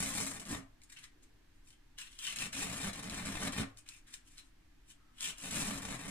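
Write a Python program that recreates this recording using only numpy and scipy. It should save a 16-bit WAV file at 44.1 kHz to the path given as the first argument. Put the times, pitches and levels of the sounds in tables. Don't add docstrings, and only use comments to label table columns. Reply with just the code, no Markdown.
import sys
import numpy as np
from scipy import signal
from scipy.io import wavfile
from scipy.ndimage import uniform_filter1d

SR = 44100
rng = np.random.default_rng(int(sys.argv[2]) if len(sys.argv) > 2 else 0)


def dump(signal):
    limited = np.clip(np.atleast_2d(signal).T, -1, 1)
    pcm = np.round(limited * 32767).astype(np.int16)
    wavfile.write(sys.argv[1], SR, pcm)


def natural_amplitude(level_db):
    exponent = np.asarray(level_db, float) / 20
    return 10 ** exponent


N = 269010


def evened(x):
    return x / np.sqrt(np.mean(x ** 2) + 1e-20)


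def read(points, hz):
    f, value = np.transpose(points)
    return np.interp(np.log(hz + 1), np.log(f + 1), value)


def colour(x, points):
    gain_db = np.maximum(read(points, abs(np.fft.fftfreq(4096, 1 / SR))), -100)
    log_gain = np.log(natural_amplitude(gain_db))
    taps = np.fft.ifft(np.exp(np.conj(signal.hilbert(log_gain)))).real[:2048]
    return signal.oaconvolve(x, taps)[:len(x)]


def fading(x, fade_s):
    return signal.lfilter([1], [1, -np.exp(-1 / (fade_s * SR))], x)


def resonate(x, hz, width_hz):
    turn = np.exp(2j * np.pi * np.cumsum(hz * np.ones(len(x))) / SR)
    r = np.exp(-np.pi * width_hz / SR)
    return 2 * (turn * signal.lfilter([1 - r], [1, -r], x / turn + 1e-18)).real


def ring(x, modes):
    t = np.arange(SR // 3) / SR
    response = sum(natural_amplitude(db - 60 * t / t60) * np.sin(2 * np.pi * hz * t) for hz, db, t60 in modes)
    return signal.oaconvolve(x, response)[:N]


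def per_sample(curve):
    return np.interp(np.arange(N) / 32, np.arange(len(curve)), curve)


def stroke_db(start, swell, length, peak_db, creep_db_s, bite_db, sag_db_s, release_db_s):
    linger_db, linger_db_s = 16, 160
    u = np.arange(0, N + 32, 32) / SR - start[:, None]
    swell, length = np.maximum(swell, 1e-3)[:, None], length[:, None]
    rise = bite_db * np.clip(1 - u / swell, 0, 1) - creep_db_s * np.maximum(-u, 0)
    after = np.maximum(u - length, 0)
    release = np.minimum(release_db_s * after, linger_db + linger_db_s * after)
    fall = sag_db_s * np.maximum(u - swell, 0) + release
    return np.maximum(peak_db[:, None] + rise - fall, -140)


# hz, level_db (per Hz)
AIR_SPECTRUM = [(8.8, -43), (15, 2.5), (32, -6.5), (49, -17), (102, -16), (244, -28), (282, -15),
                (389, -30.5), (505, -35.5), (877, -32), (1440, -35), (1570, -30.5), (1710, -31),
                (6330, -41), (15600, -50.5)]
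# hz, likeness (0 to 1)
AIR_LIKENESS = [(60, 0.99), (200, 0.81), (350, 0.19), (520, 0.02), (1000, 0.038), (1400, 0.64),
                (2000, 0.042), (15000, .05)]


def room_tone():
    air_db, fan_db = -63, -84.5
    frames, hz = N // 512 + 6, np.fft.rfftfreq(2048, 1 / SR)
    a, b, c, d, patches = rng.standard_normal((frames, 1025, 5)).T
    patches = evened(uniform_filter1d(uniform_filter1d(patches, 20, 0), 8, 1))
    same = np.clip(read(AIR_LIKENESS, hz), -1, 1)[:, None]
    left = a + 1j * b
    z = np.array([left, same * left + np.sqrt(1 - same ** 2) * (c + 1j * d)])
    z *= natural_amplitude(read(AIR_SPECTRUM, hz)[:, None] + 0.14 * patches)
    air = evened(signal.istft(z, nperseg=2048, noverlap=1536)[1][:, :N])
    fan = evened(resonate(rng.standard_normal(N), 240, width_hz=1.9))
    return natural_amplitude(air_db) * air + natural_amplitude(fan_db) * fan


# start_s, length_s, level_db, pitch_hz
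SQUEAKS = [
    (4.98, 0.18, -74.5, 1295),
    (1.05, 0.48, -79, 360),
]


def squeak():
    t, noise = np.arange(N) / SR, rng.standard_normal(N)
    total = np.zeros(N)
    for start, length, level_db, hz in SQUEAKS:
        swell = np.sin(np.pi * np.clip((t - start) / length, 0, 1)) ** .5
        total += natural_amplitude(level_db) * swell * evened(resonate(noise, hz, width_hz=55))
    return total


def clicks(per_s, spread_db):
    return natural_amplitude(spread_db * np.minimum(rng.exponential(1, N), 4)) * (rng.random(N) < per_s / SR)


def stutter(per_s, ms, depth):
    return 1 + depth * evened(fading(clicks(per_s, spread_db=-0.5), ms / 1000))


def glue(snaps):
    threads = evened(clicks(9000, spread_db=2.0) * rng.choice([-1., 1.], N))
    burst = 1 + .9 * evened(fading(snaps, 0.002))
    return threads * stutter(41, ms=13.0, depth=0.12) * burst


# hz, level_db (per Hz)
FIZZ_SPECTRUM = [(2710, -36.5), (4600, -9), (4670, -12.5), (5300, -7.5), (6210, -6.5), (7800, -1.5),
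                 (9910, -6), (12500, -23.5), (14500, -17), (15500, -21)]


def glue_fizz(threads):
    return evened(colour(threads, FIZZ_SPECTRUM))


# hz, level_db (per Hz)
STRIP_SPECTRUM = [(600, -41), (1000, -9.5), (1600, -1.5), (2700, 0), (4100, -0.5), (4800, -12), (5600, -3),
                  (7200, -45.5)]


def ringing_strip(threads, strip_hz, ring_db):
    broad = evened(colour(threads, STRIP_SPECTRUM))
    tone = resonate(resonate(broad, strip_hz, width_hz=850), strip_hz, width_hz=850)
    return (broad + natural_amplitude(ring_db) * evened(tone)) / np.sqrt(1 + natural_amplitude(2 * ring_db))


# start_s, length_s, fizz_db, paper_db (over fizz), paper_hz
FLICKS = [(0.82, .005, -67, -4, 2200), (0.828, .01, -61, -17, 2300), (0.896, 0.012, -63.5, -2.5, 2300),
          (0.92, 0.021, -59, 0, 1750), (0.967, 0.022, -63.5, 10, 2700), (0.977, .04, -64.5, -3, 1750),
          (1.226, 0.011, -66.5, -5, 2250), (1.983, 0.094, -50, 0.5, 2940), (3.773, 0.018, -57.5, -8, 2600),
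          (3.864, .01, -68, 5, 2600), (3.876, .012, -60, -1, 2600), (3.887, 0.098, -57.5, -2, 2500),
          (4.069, .04, -62, 2, 1920), (4.377, .012, -62.5, 1, 2200)]
# peak_s, length_s, fizz_db, paper_db (over fizz), paper_hz
SQUEEZES = [(1.041, 0.004, -59.5, 2.5, 1840), (1.55, 0.026, -82, -3, 1900), (1.671, .03, -67, -7, 3000),
            (1.704, 0.034, -69.5, -1.5, 3140), (2.12, 0.087, -61.5, -2.5, 3170),
            (4.137, 0.0022, -50, -4, 1740), (4.275, .012, -66, -4, 2980), (4.32, .03, -65, -5.5, 2300),
            (4.389, 0.0089, -56.5, 0.5, 4100), (4.45, .05, -74.5, -10, 3900),
            (4.896, 0.021, -60.5, -6, 3050), (5.195, 0.011, -57, -1.5, 3100)]


def fingers():
    start, length, fizz_db, paper_db, paper_hz = np.transpose(np.concatenate([FLICKS, SQUEEZES]))
    creep_db_s = np.repeat([2500, 480], [len(FLICKS), len(SQUEEZES)])[:, None]
    levels = stroke_db(start, 0 * start, length, fizz_db, creep_db_s,
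                       bite_db=0.5, sag_db_s=90, release_db_s=650)
    now = levels.argmax(0)
    return per_sample(natural_amplitude(levels.max(0))), per_sample(paper_db[now]), per_sample(paper_hz[now])


def touches():
    gain, paper_db, paper_hz = fingers()
    creases = clicks(180, spread_db=0.0)
    fizz = glue_fizz(glue(creases))
    paper = ringing_strip(glue(creases), paper_hz, ring_db=-5)
    return gain * (fizz + natural_amplitude(paper_db - .3) * paper)


# start_s, tick_db, spray_db
SLIPS = [(0.257, -34, -34), (0.397, -41, -33), (0.454, -38, -48), (0.818, -50, -66), (0.835, -54, -57),
         (0.9, -50, -62), (0.923, -50, -41), (0.988, -49, -42), (1.041, -39, -45.5), (1.705, -48, -51),
         (1.986, -34, -36.5), (2.19, -33, -56), (3.572, -41, -52), (2.268, -27.5, -31.5), (2.36, -39, -30),
         (2.387, -28, -30), (2.531, -37, -42), (2.767, -45, -54), (2.932, -41, -35), (3.098, -31, -51),
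         (3.254, -34, -49), (3.522, -42, -34.5), (3.773, -43.5, -61), (3.889, -34.5, -37.5),
         (4.14, -33.5, -34), (4.381, -39, -54), (5.208, -28, -45), (5.51, -38, -32), (5.777, -35, -41),
         (5.821, -47, -37)]


def slips():
    start, tick_db, spray_db = np.transpose(SLIPS)
    at = np.round(start * SR).astype(int)
    ticks, fizz, paper = np.zeros((3, N))
    ticks[at] = -natural_amplitude(tick_db + 5.0)
    fizz[at] = natural_amplitude(spray_db - 8)
    paper[at] = natural_amplitude(spray_db - 13.5)
    dying = np.exp(-np.arange(2000) / (.005 * SR))
    spray = np.zeros(N)
    for starts, spectrum in ((fizz, FIZZ_SPECTRUM), (paper, STRIP_SPECTRUM)):
        noise = evened(colour(rng.standard_normal(N), spectrum))
        spray += signal.oaconvolve(starts, dying)[:N] * noise
    tick_spectrum = [(300, -22), (1500, -7), (4000, 12.5), (8000, 10), (13000, -12), (16000, -12.0)]
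    return spray, colour(ticks, tick_spectrum)


# start_s, swell_s, length_s, fizz_db
FIRST_TUGS = [(0.0, 0.0017, 0.14, -37.5), (0.137, 0.0045, .025, -41.5), (0.162, .004, .02, -40),
              (0.186, 0.0095, 0.056, -40.5), (0.263, .004, 0.025, -44.5), (0.289, 0.0026, 0.025, -46.5),
              (0.334, 0.0063, .04, -48.5), (0.4, .003, 0.037, -56.5), (.455, .003, 0.035, -52),
              (0.491, 0.029, 0.051, -44.5), (0.56, .003, 0.027, -54)]
SECOND_TUGS = [(2.187, .008, .022, -52), (2.215, 0.029, 0.051, -49.5), (2.267, 0.0021, 0.065, -46),
               (2.359, 0.0034, 0.017, -45), (2.387, 0.016, 0.076, -42.5), (2.529, 0.0032, 0.071, -43.5),
               (2.574, 0.007, 0.11, -42.5), (2.685, 0.0077, 0.078, -47), (2.766, .004, 0.1, -47.5),
               (2.813, 0.017, 0.078, -43.5), (2.931, 0.003, 0.078, -50), (3.023, 0.0063, 0.052, -49.5),
               (3.097, .004, 0.051, -48.5), (3.14, 0.0081, 0.13, -47), (3.254, .004, 0.084, -46.5),
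               (3.299, 0.024, 0.075, -47.5), (3.384, 0.064, 0.097, -45.5), (3.524, .004, 0.08, -49),
               (3.572, 0.029, 0.042, -44)]
THIRD_TUGS = [(5.205, .004, 0.042, -46.5), (5.238, 0.0072, 0.065, -42), (5.375, 0.025, .035, -54),
              (5.41, 0.062, 0.15, -47.5), (5.508, 0.0031, 0.072, -40), (5.549, 0.012, 0.094, -38),
              (5.641, 0.013, 0.12, -42), (5.745, 0.047, 0.042, -48), (5.819, 0.0084, .07, -48),
              (5.9, 0.01, 0.062, -50), (5.983, 0.062, 0.083, -52.5), (6.08, 0.022, .03, -47)]
# time_s, canvas_lift_db, strip_tension_db
LIFT = [
    [(0, -9, -3.5), (.25, -8.5, -5.5), (.4, -4, -5), (.52, -1, -2.5), (.6, -1, -2.5)],
    [(2.19, -31, 4), (2.27, -19.5, 5.5), (2.4, -10, 0), (2.55, -9, 1), (2.72, -3.5, -1), (2.9, -3, 0.5),
     (3.15, -0.5, 1), (3.45, 0, 0.5), (3.62, 0, 3.5)],
    [(5.2, -19.5, 0.5), (5.35, -16, 1), (5.45, -5, -1), (5.6, -7, -3.5), (5.75, -2.5, -2.5), (5.9, -0.5, 0),
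     (6.1, 0, -1.5)],
]
STRIP_STARTS = [
    -0.94,
    2.17,
    5.2,
]
# time_s, drum_db
TEAR_OFFS = [
    (.52, 4.5),
    (3.585, 4.5),
    (5.65, 1.5),
]


def peeling_edge():
    t = np.arange(N) / SR
    tugs = np.transpose(np.concatenate([FIRST_TUGS, SECOND_TUGS, THIRD_TUGS]))
    levels = stroke_db(*tugs, creep_db_s=3000, bite_db=-3.5, sag_db_s=53.5, release_db_s=748)
    edge = per_sample(natural_amplitude(levels.max(0)))
    canvas_lag_s = 0.0099
    r = np.exp(-1 / (canvas_lag_s * SR))
    late_power = signal.lfilter([1 - r], [1, -r], edge ** 2, zi=[edge[400] ** 2])[0]
    late_db = 10 * np.log10(late_power / edge ** 2)
    s, lift_db, strip_db = np.transpose(np.concatenate(LIFT))
    lift_db, strip_db = np.interp(t, s, lift_db), np.interp(t, s, strip_db)
    short_hz, long_hz, grow_s = 3220, 2050, 0.48
    since = t - np.array(STRIP_STARTS)[:, None]
    grown = 1 - np.exp(-np.where(since < 0, np.inf, since).min(0) / grow_s)
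    strip_hz = short_hz + (long_hz - short_hz) * grown
    spring_db = sum(db * np.exp(-((t - at) / .035) ** 2) for at, db in TEAR_OFFS)
    drum_db = spring_db + 5 + 1.15 * lift_db + late_db
    return edge, strip_db, lift_db + late_db, drum_db, strip_hz


def uneven_pulses(per_s, jitter, spread_db):
    wander = evened(uniform_filter1d(rng.standard_normal(N), 300))
    turns = np.floor(np.cumsum(per_s * np.exp(jitter * wander)) / SR)
    sizes = natural_amplitude(spread_db * np.clip(rng.standard_normal(N), -2, 2))
    return sizes * (np.diff(turns, prepend=0) > 0)


# hz, level_db (per Hz)
SNAP_SPECTRUM = [(210, -61), (350, -23), (682, 8.5), (953, -6), (1110, 6.5), (1410, 0.5), (1900, 4),
                 (5000, -39.5), (6500, -38), (11000, -120)]
# pitch_hz, level_db, t60_s
WEAVE_MODES = [(436, 3, 0.15), (549, -3, 0.17), (684, 1.5, 0.05), (865, -7, 0.19), (1179, 0.5, 0.049),
               (1824, 14, 0.057)]


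def canvas_rattle(threads, snaps):
    dip = -fading(snaps, .00016)
    band = signal.butter(2, [90, 7000], "band", fs=SR, output="sos")
    dip = evened(signal.sosfilt(band, dip))
    weave = evened(ring(dip + 2.06 * threads, WEAVE_MODES))
    return dip, evened(colour(threads, SNAP_SPECTRUM)) + natural_amplitude(-3.5) * weave


# pitch_hz, level_db, t60_s
DRUM_MODES = [(66.4, -27.5, 0.033), (105.6, -10.5, 0.49), (130.3, -5.5, 0.36), (167, -3, 0.047),
              (189.7, 8.5, 0.06), (214.8, 3.5, 0.087), (269.6, 0, 0.27), (295, -28, 0.35)]


def canvas_drum(snaps, level):
    push = (0.42 * rng.standard_normal(N) - evened(snaps - snaps.mean())) * level
    drum = ring(push, DRUM_MODES)
    drum *= np.sqrt(np.mean(level ** 2) / np.mean(drum ** 2)) * natural_amplitude(2.0)
    sway = evened(resonate(rng.standard_normal(N), 7, width_hz=25)) * uniform_filter1d(level, 3000)
    return drum + natural_amplitude(-6.5) * sway


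def pulls():
    gain, strip_db, snap_db, drum_db, strip_hz = peeling_edge()
    snaps = uneven_pulses(210, jitter=.6, spread_db=4.0)
    threads = glue(snaps)
    fizz = glue_fizz(threads)
    ring_db = np.clip(-14.5 - 0.65 * snap_db, -15, 5)
    strip = ringing_strip(glue(snaps), strip_hz, ring_db)
    dip, rattle = canvas_rattle(threads, snaps)
    crack = natural_amplitude(-4) * glue_fizz(-snaps)
    rip = gain * (fizz + natural_amplitude(strip_db - 1.5) * strip + natural_amplitude(snap_db - 5.0) * rattle)
    rip = rip + canvas_drum(snaps, gain * natural_amplitude(drum_db))
    return rip, gain * (natural_amplitude(snap_db) * dip + crack)


# hz, t60_s
STUDIO_DECAY = [(100, 0.32), (260, 0.14), (700, 0.45), (1840, 0.26), (4850, 0.2), (12000, 0.16)]


def studio(x):
    taps = np.zeros((3, 2, SR // 2))
    at = np.arange(30, SR // 2 - 20, 20) + rng.integers(0, 20, (3, 2, (SR // 2 - 31) // 20))
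    np.put_along_axis(taps, at, rng.choice([-1., 1.], at.shape), 2)
    hz, t, z = signal.stft(taps, SR, nperseg=512)
    shared = 1 / (1 + (hz[:, None] / 280) ** 4)
    z = shared * z[:, :1] + (1 - shared) * z
    decay = natural_amplitude(-5.5 - 60 * t / read(STUDIO_DECAY, hz)[:, None])
    walls = signal.istft(z * decay, SR, nperseg=512)[1][..., :SR // 2]
    tails = walls + taps * natural_amplitude(-60 * np.arange(SR // 2) / SR / 0.026)
    tails = tails / np.linalg.norm(tails[0, 0])
    turn = 2 * np.pi * (5.3 * np.arange(N) / SR + np.arange(3)[:, None] / 3)
    turns = np.sqrt(2 / 3) * np.cos(turn) * x
    return signal.oaconvolve(turns[:, None], tails, axes=2)[:, :, :N].sum(0)


# hz, left_over_right_db
PORTS = [(60, 1.3), (300, -1.5), (520, 4.5), (800, -1), (1040, 5), (1500, 1.5), (2400, 3), (3800, 7),
         (4800, -1.5), (6900, 3.5), (7900, 3.5), (9000, 4.5), (10300, -4), (12500, 0)]


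def scene():
    rip, snaps = pulls()
    spray, ticks = slips()
    tape = rip + touches() + spray + squeak()
    snaps = snaps + ticks
    beam = natural_amplitude(-3) * tape + snaps
    direct = np.array([beam, np.roll(beam, 4)])
    high = signal.butter(4, 260, "high", fs=SR, output="sos")
    thin = signal.sosfilt(high, tape + .5 * snaps)
    heard = direct + natural_amplitude(-1.5) * studio(thin)
    hz, db = np.transpose(PORTS)
    left = colour(heard[0], np.transpose([hz, db / 2]))
    right = colour(heard[1], np.transpose([hz, -db / 2]))
    return np.array([left, right]) + room_tone()


def top_cut(x):
    return signal.sosfilt(signal.butter(12, 15720, fs=SR, output="sos"), x)


def record(dry):
    blocked = signal.sosfilt(signal.butter(1, 8, "high", fs=SR, output="sos"), dry)
    top_edge = signal.firwin(301, 15350, window=("kaiser", 5), fs=SR)
    mix = signal.oaconvolve(blocked, top_edge[None], "same") - .0004
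    return top_cut(mix)


dry = scene()
out = record(dry)
dump(out)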